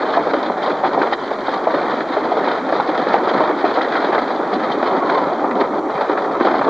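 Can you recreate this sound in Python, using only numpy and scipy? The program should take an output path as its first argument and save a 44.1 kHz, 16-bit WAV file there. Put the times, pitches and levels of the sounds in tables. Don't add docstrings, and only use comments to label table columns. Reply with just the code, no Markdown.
import sys
import numpy as np
from scipy import signal
from scipy.fft import rfft, irfft, next_fast_len
from scipy.io import wavfile
from scipy.ndimage import uniform_filter1d, map_coordinates

SR = 44100
rng = np.random.default_rng(int(sys.argv[2]) if len(sys.argv) > 2 else 0)


def digitize_waveform(pressure):
    field = np.atleast_2d(pressure).T
    bounded = np.clip(field, -1, 1)
    quanta = np.round(bounded * 32767).astype(np.int16)
    wavfile.write(sys.argv[1], SR, quanta)


def amplitude_ratio(level_db):
    exponent = np.asarray(level_db, float) / 20
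    return 10 ** exponent


N = 295029

# time in seconds, peak in dB, main ring in Hz, bright part in dB.
JOLTS = [(0.102, -9, 598, -17), (0.17, 0.5, 686, -17), (0.269, -7.5, 587, -20), (0.334, 1.5, 567, -11),
         (0.432, -7, 736, -8), (0.496, -4.5, 744, -22), (0.701, -7, 292, -1), (0.835, -3.5, 767, -10),
         (0.974, 0.5, 766, -26), (1.123, -2, 784, -8), (1.312, -6, 644, -30), (1.481, -3, 549, -18),
         (1.669, -1, 735, -36), (2.005, -6.5, 443, -6), (2.165, -6, 764, -7.5), (2.317, -4.5, 697, -27),
         (2.472, -4, 707, -11.5), (2.724, -1, 625, -13), (3.068, -2, 376, -12.5), (3.139, 3, 607, -19),
         (3.272, -2, 382, -28), (3.401, 3.5, 607, -18), (3.641, 1, 710, -24), (3.771, -2, 767, -24),
         (4.039, -1.5, 440, -14), (4.179, -4, 752, -3), (4.827, -3.5, 445, -7), (6.009, -2.5, 813, -9),
         (6.408, -1, 362, -8), (6.611, -1.5, 686, -10)]
# time in seconds, peak in dB, main ring in
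# Hz, bright part in dB.
MORE_JOLTS = [(0.19, -5.5, 310, -16.5), (0.569, -10.5, 730, -17), (0.674, -7, 735, -26),
              (0.93, -13, 897, -21), (1.014, -6, 386, -0.5), (1.029, -1.5, 790, -16), (1.535, -7.5, 677, -9),
              (1.739, -5, 554, -11), (1.916, -10, 562, -5.5), (2.368, -1.5, 625, -32),
              (2.764, -7, 586, -24.5), (2.798, -2, 822, -14), (2.888, -2, 317, -21), (2.977, -5.5, 353, -9),
              (3.342, -3.5, 759, -23), (3.499, -5, 684, -21), (3.809, -7.5, 648, -1), (3.952, -9, 620, 1.5),
              (4.128, -4.5, 715, -6), (4.217, -5.5, 589, -29), (4.302, -8, 708, -21), (4.527, -5, 743, -7),
              (5.44, -3, 703, -17), (5.51, -11, 376, -1), (5.61, -7, 377, -2.5), (6.095, -2, 411, -28),
              (6.174, -12, 673, -1), (6.447, -0.5, 356, -12.5), (6.469, 0.5, 800, -19.5),
              (6.54, -2.5, 747, -11.5)]
# frequency in Hz, density in dB per Hz.
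BODY_COLOUR = [(200, -48), (400, -5.5), (500, -0.5), (620, 1.5), (700, -0.5), (750, 2), (820, -0.5),
               (1000, -2.5), (1300, -6), (1600, -25), (2600, -73.5)]
# frequency in Hz, density in dB per Hz.
UPPER_COLOUR = [(700, -60), (1200, -4.5), (1400, -0.5), (1600, -4), (1800, -4), (2100, -8.5), (2400, -14),
                (2740, -27), (3300, -56)]
# frequency in Hz, density in dB per Hz.
IRON_COLOUR = [(2200, -39.5), (2740, -13), (3080, 0.5), (3170, 4), (3280, 3), (3900, 3), (4400, -1),
               (5000, -9.5), (5600, -22), (7000, -23.5), (8000, -58)]


def unit(x):
    return x / np.sqrt(np.mean(x ** 2) + 1e-20)


def along(points, hz):
    point_hz, value = np.transpose(points)
    return np.interp(np.log(hz + 1), np.log(point_hz + 1), value)


def curves(rows):
    s, *columns = np.transpose(rows)
    return [np.interp(np.arange(N) / SR, s, column) for column in columns]


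def wobble(knots_per_s):
    knots = rng.standard_normal(int(N * knots_per_s / SR) + 4)
    return map_coordinates(knots, [np.arange(N) * knots_per_s / SR])


def coloured(x, spectrum):
    m = next_fast_len(x.shape[-1] + 8192)
    gain = amplitude_ratio(along(spectrum, np.fft.rfftfreq(m, 1 / SR)))
    cepstrum = irfft(np.log(gain + 1e-6), m)
    cepstrum[1:m // 2] *= 2
    cepstrum[m // 2 + 1:] = 0
    return irfft(rfft(x, m) * np.exp(rfft(cepstrum)), m)[..., :x.shape[-1]]


def burst(envelope, colour):
    click = coloured(np.eye(1, 4096)[0], colour)
    noise = envelope[:N] * rng.standard_normal(N)
    return signal.fftconvolve(noise, click / np.linalg.norm(click))[:N]


def decay(t, t60_s, rise_s):
    return amplitude_ratio(-60 * t / t60_s) * (1 - np.exp(-t / rise_s))


def chance(per_s, level_db, spread_db):
    draw = rng.standard_normal((int(N / SR * per_s), 4))
    s = (np.arange(len(draw)) + .5 + .5 * np.tanh(draw[:, 0])) / per_s
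    s = np.clip(s, 0, (N - 1) / SR)
    return np.c_[s, level_db[(s * SR).astype(int)] + spread_db * draw[:, 1], draw[:, 2:]]


def ride():
    # time in seconds, wheel load in dB, looseness of the ironwork in dB.
    course = [(0.0, -20.5, 0.5), (0.3, -22.5, 0.5), (0.61, -22, 0.8), (1.18, -29, 1.5), (1.23, -27, 5),
              (1.36, -26.5, 2.5), (1.82, -20.5, 1), (2.43, -21.5, -0.6), (3.04, -21, 1), (3.42, -18.5, 0),
              (3.65, -20, 2.2), (4.26, -19, 1), (4.87, -20.5, -0.1), (5.47, -20, -4.5), (6.08, -22, -0.1),
              (6.4, -20, -0.5), (6.65, -19.5, -1), (6.69, -13.5, -11.5)]
    # time in seconds, half length in seconds, load change in dB, looseness change in dB.
    bounces = [(0.162, 0.014, 4, 2.5), (0.534, 0.026, -3, -1.7), (0.698, 0.035, 2.3, -1),
               (0.785, 0.026, -0.3, -3.5), (0.863, 0.017, 7, 0), (1.007, 0.071, 7.5, -1.5),
               (1.134, 0.01, 3.5, 7), (1.474, 0.035, 1, 4.5), (1.615, 0.03, -0.5, -2),
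               (2.068, 0.047, -4, 2), (2.483, 0.055, 2.5, 3.5), (2.607, 0.035, -4.5, 1.5),
               (2.918, 0.016, -1.6, -1), (3.2, 0.024, -1, -1), (3.572, 0.045, -4.5, 0),
               (3.732, 0.015, -3, 0.5), (3.867, 0.025, -2, 0), (4.023, 0.026, -3, 0),
               (4.26, 0.02, -5.5, 1.5), (4.43, 0.099, -4, -2), (4.594, 0.03, -2, 1.5),
               (4.792, 0.022, -0.5, -1.6), (4.935, 0.024, 2, -5.5), (5.113, 0.054, 3, 1.9),
               (5.363, 0.026, -5, 1.8), (5.612, 0.014, 5, -1.5), (5.691, 0.025, -4, -3),
               (5.82, 0.044, -3, -4.5), (6.294, 0.073, -1.0, -6.5), (6.45, 0.019, -0.5, 1.5)]
    t = np.arange(N) / SR
    load_db, loose_db = curves(course)
    for s, half_s, press_db, shake_db in bounces:
        bell = np.exp(-.5 * ((t - s) / half_s) ** 2)
        load_db = load_db + press_db * bell
        loose_db = loose_db + shake_db * bell
    return load_db, loose_db


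def tape():
    # frequency in Hz, density in dB per Hz.
    hiss_colour = [(20, 18.5), (100, 18.5), (400, 5), (5000, -1.5), (5600, 5), (6900, 1), (7300, -2),
                   (7700, -10), (8300, -8), (8800, -5), (9100, -8.5), (9550, -1), (9750, -17),
                   (10200, -59.5)]
    # frequency in Hz, level in dB.
    whines = [(5514, -80), (5755, -76), (6473, -78.5), (6953, -76.5), (7192, -90), (7994, -91.5),
              (8269, -96), (8807, -81), (9647, -98)]
    t = np.arange(N) / SR
    whine = sum(amplitude_ratio(db - 1.0) * np.sin(2 * np.pi * (hz * t + .05 * wobble(6))) for hz, db in whines)
    hiss = unit(coloured(rng.standard_normal(N), hiss_colour))
    return amplitude_ratio(-54.0) * hiss + whine


def squeal():
    # time in seconds, pitch in Hz, level in dB.
    whistles = [
        [(5.0, 1090, -22), (5.05, 1132, -24), (5.1, 939, -23), (5.17, 613, -30)],
        [(5.13, 1082, -18), (5.2, 1010, -25), (5.26, 957, -18.5)],
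    ]
    t, out = np.arange(N) / SR, 0
    for rows in whistles:
        hz, db = curves(rows)
        fade_in = np.clip((t - rows[0][0]) / 0.013, 0, 1)
        fade_out = np.clip((rows[-1][0] - t) / 0.0059, 0, 1)
        level = fade_in * fade_out * amplitude_ratio(db + 1.4 * wobble(30))
        cycles = np.cumsum(hz * (1 + 0.00834 * wobble(40))) / SR
        out = out + level * np.sin(2 * np.pi * cycles)
    return out


def clanks():
    # time in seconds, peak in dB.
    hard = [(0.014, -26), (0.13, -25), (0.333, -20), (0.428, -18.5), (0.6295, -18), (0.659, -20.5),
            (0.696, -21), (0.931, -23), (1.018, -17), (1.129, -19), (1.405, -25.5), (1.468, -22.5),
            (1.537, -19), (2.003, -21), (2.136, -20.5), (2.479, -32), (2.7655, -23.5), (3.085, -19),
            (3.1325, -16), (3.648, -31), (3.737, -21), (3.8155, -17), (4.1855, -21), (4.5345, -19),
            (4.644, -27), (4.718, -20.5), (4.825, -24), (5.605, -21), (6.009, -20), (6.448, -20.5)]
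    ticks = chance(9, sum(ride()) - 7.5, spread_db=5)
    t = np.arange(SR // 8) / SR
    clack = np.zeros(N + SR)
    for s, db, *_ in hard + list(ticks):
        fall = amplitude_ratio(db - 7.0) * decay(t, t60_s=0.042, rise_s=0.0018)
        again_s = s + rng.uniform(.006, .02)
        clack[round(s * SR):][:len(t)] += fall
        clack[round(again_s * SR):][:len(t)] += 0.29 * fall
    return burst(clack, IRON_COLOUR)


def struck(t, hz, spread, t60_s, rise_s, count):
    draw = rng.standard_normal((count, 3))
    detune = np.clip(draw[:, :1], -2, 1.4) * (np.arange(count)[:, None] > 0)
    pitch_hz = hz * np.exp(spread * detune)
    ring = amplitude_ratio(2.6 * draw[:, 1:2]) * np.sin(2 * np.pi * (pitch_hz * t + 0.1 * draw[:, 2:]))
    ring[0] *= 1.8
    return ring.sum(0) / count ** 0.6 * decay(t, t60_s, rise_s)


def jolts():
    t = np.arange(SR // 5) / SR
    fall = decay(t, t60_s=0.055, rise_s=0.00096)
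    ring, puff, crack = np.zeros((3, N + SR))
    joints = [(s, db, 549 * np.exp(.3 * np.tanh(a)), -17 + 5 * b)
              for s, db, a, b in chance(7, ride()[0] + 11, spread_db=2)]
    for s, db, hz, bright_db in JOLTS + MORE_JOLTS + joints:
        at = round(s * SR)
        panels = struck(t, hz, spread=0.39, t60_s=0.085, rise_s=0.00065, count=7)
        ring[at:][:len(t)] += amplitude_ratio(db - 4.5) * panels
        puff[at:][:len(t)] += amplitude_ratio(db - 9.5) * fall
        crack[at:][:len(t)] += amplitude_ratio(db + bright_db - 7.5) * fall
    thin = [(60, -56.5), (100, -39), (160, -16.5), (250, -4), (320, -3.5), (1500, -3.5),
            (2700, -26.5), (6000, -62.5)]
    return coloured(ring[:N], thin) + burst(puff, BODY_COLOUR) + burst(crack, UPPER_COLOUR)


def shudder():
    blows, t = np.zeros(N), np.arange(SR // 4) / SR
    for s, db, *_ in JOLTS + MORE_JOLTS:
        blows[round(s * SR)] = amplitude_ratio(db)
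    return signal.fftconvolve(blows, decay(t, t60_s=0.07, rise_s=0.0074))[:N]


def lift():
    t, dip = np.arange(N) / SR, np.zeros(N)
    for s, *_ in JOLTS + MORE_JOLTS:
        dip = np.maximum(dip, (t < s) * np.exp(-np.abs(t - s) / 0.013))
    return amplitude_ratio(-1.5 * dip)


def bumps(per_s, spread_db, t60_s):
    hit = rng.random(N) < per_s / SR
    size = amplitude_ratio(spread_db * rng.standard_normal(N))
    t = np.arange(SR // 8) / SR
    return unit(signal.fftconvolve(hit * size, decay(t, t60_s, rise_s=0.0027))[:N])


def roar(spectrum, shake, patchy_db):
    z = signal.stft(rng.standard_normal(N) * shake, nperseg=1024)[2]
    field = uniform_filter1d(rng.standard_normal(z.shape), 3, 0)
    field = uniform_filter1d(field, 4, 1)
    patchy = signal.istft(z * amplitude_ratio(patchy_db * unit(field)), nperseg=1024)[1][:N]
    return unit(coloured(patchy, spectrum))


def wheels():
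    # frequency in Hz, density in dB per Hz.
    rumble_colour = [(60, -66), (98, -28), (160, -15.5), (245, -5), (300, -0.5), (420, -2), (600, -17.5),
                     (1200, -63)]
    load_db, loose_db = ride()
    knocks = bumps(130, spread_db=0.5, t60_s=0.041)
    after = shudder()
    sway = wobble(15)
    mean_db = load_db.mean()

    rumble_db = mean_db + 0.7 * (load_db - mean_db) - 0.22 * loose_db - 3 + 0.13 * sway
    body_db = load_db + 0.5 + 0.22 * sway
    upper_db = load_db + 0.9 * loose_db - 9 + 0.15 * sway
    iron_db = load_db + 1.14 * loose_db - 20 + 0.33 * sway + 0.94 * wobble(16)

    chatter = 1 + 1.1 * knocks + 0.29 * bumps(40, spread_db=1.5, t60_s=0.027)
    rumble = amplitude_ratio(rumble_db) * roar(rumble_colour, 1 + 0.081 * knocks, patchy_db=3.0)
    body = amplitude_ratio(body_db) * roar(BODY_COLOUR, 1 + 0.31 * knocks, patchy_db=0.7)
    upper = amplitude_ratio(upper_db) * roar(UPPER_COLOUR, 1 + 0.68 * knocks, patchy_db=1.5)
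    iron = amplitude_ratio(iron_db) * roar(IRON_COLOUR, chatter, patchy_db=2.0)
    low = (rumble + body) * (1 + 0.6 * after)
    high = (upper + iron) * (1 + 0.63 * after)
    return lift() * (low + high)


def scene():
    car = wheels() + jolts() + clanks() + squeal()
    return np.array([car, car])


def channel_noise(mid):
    # frequency in Hz, side noise over the sound in dB.
    side_colour = [(40, -33), (70, -25.5), (100, -31), (160, -31), (260, -42.5), (400, -58.5), (680, -31.5),
                   (1110, -22), (1810, -18.5), (2300, -16), (2750, -12), (3200, -14.5), (4800, -11),
                   (9500, -6)]
    hz, t, z = signal.stft(mid, SR, nperseg=1024)
    power = uniform_filter1d(uniform_filter1d(np.abs(z) ** 2, 15, 0), 3, 1)
    level = np.sqrt(np.abs(power))
    gain = level * amplitude_ratio(along(side_colour, hz)[:, None] + 1.5 * rng.standard_normal(len(t)))
    noise = signal.stft(rng.standard_normal(N), SR, nperseg=1024)[2]
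    side = noise / np.sqrt(np.mean(np.abs(noise) ** 2)) * gain

    bands = [(7600, 8300, .95), (8300, 9050, .88), (9050, 9600, .24), (9600, 22000, .15)]
    luck = np.repeat(rng.random((4, len(t))), 3, axis=1)[:, :len(t)]
    kept = np.ones(z.shape)
    for (low_hz, high_hz, share), row in zip(bands, luck):
        kept[(hz >= low_hz) & (hz < high_hz)] = row < share
    return signal.istft(kept * np.array([z + side, z - side]), SR, nperseg=1024)[1][:, :N]


def top_cut(x):
    return signal.sosfilt(signal.butter(12, 9800, fs=SR, output="sos"), x)


def record(dry):
    mid = dry[0] / (1 + np.abs(dry[0] / .88) ** 4) ** (1 / 4)
    losses = [(40, -30), (90, -9), (130, 0), (6500, 0), (8000, -15)]  # (Hz, dB)
    mid = coloured(mid, losses) + tape()
    return top_cut(channel_noise(mid))


dry = scene()
out = record(dry)
digitize_waveform(out)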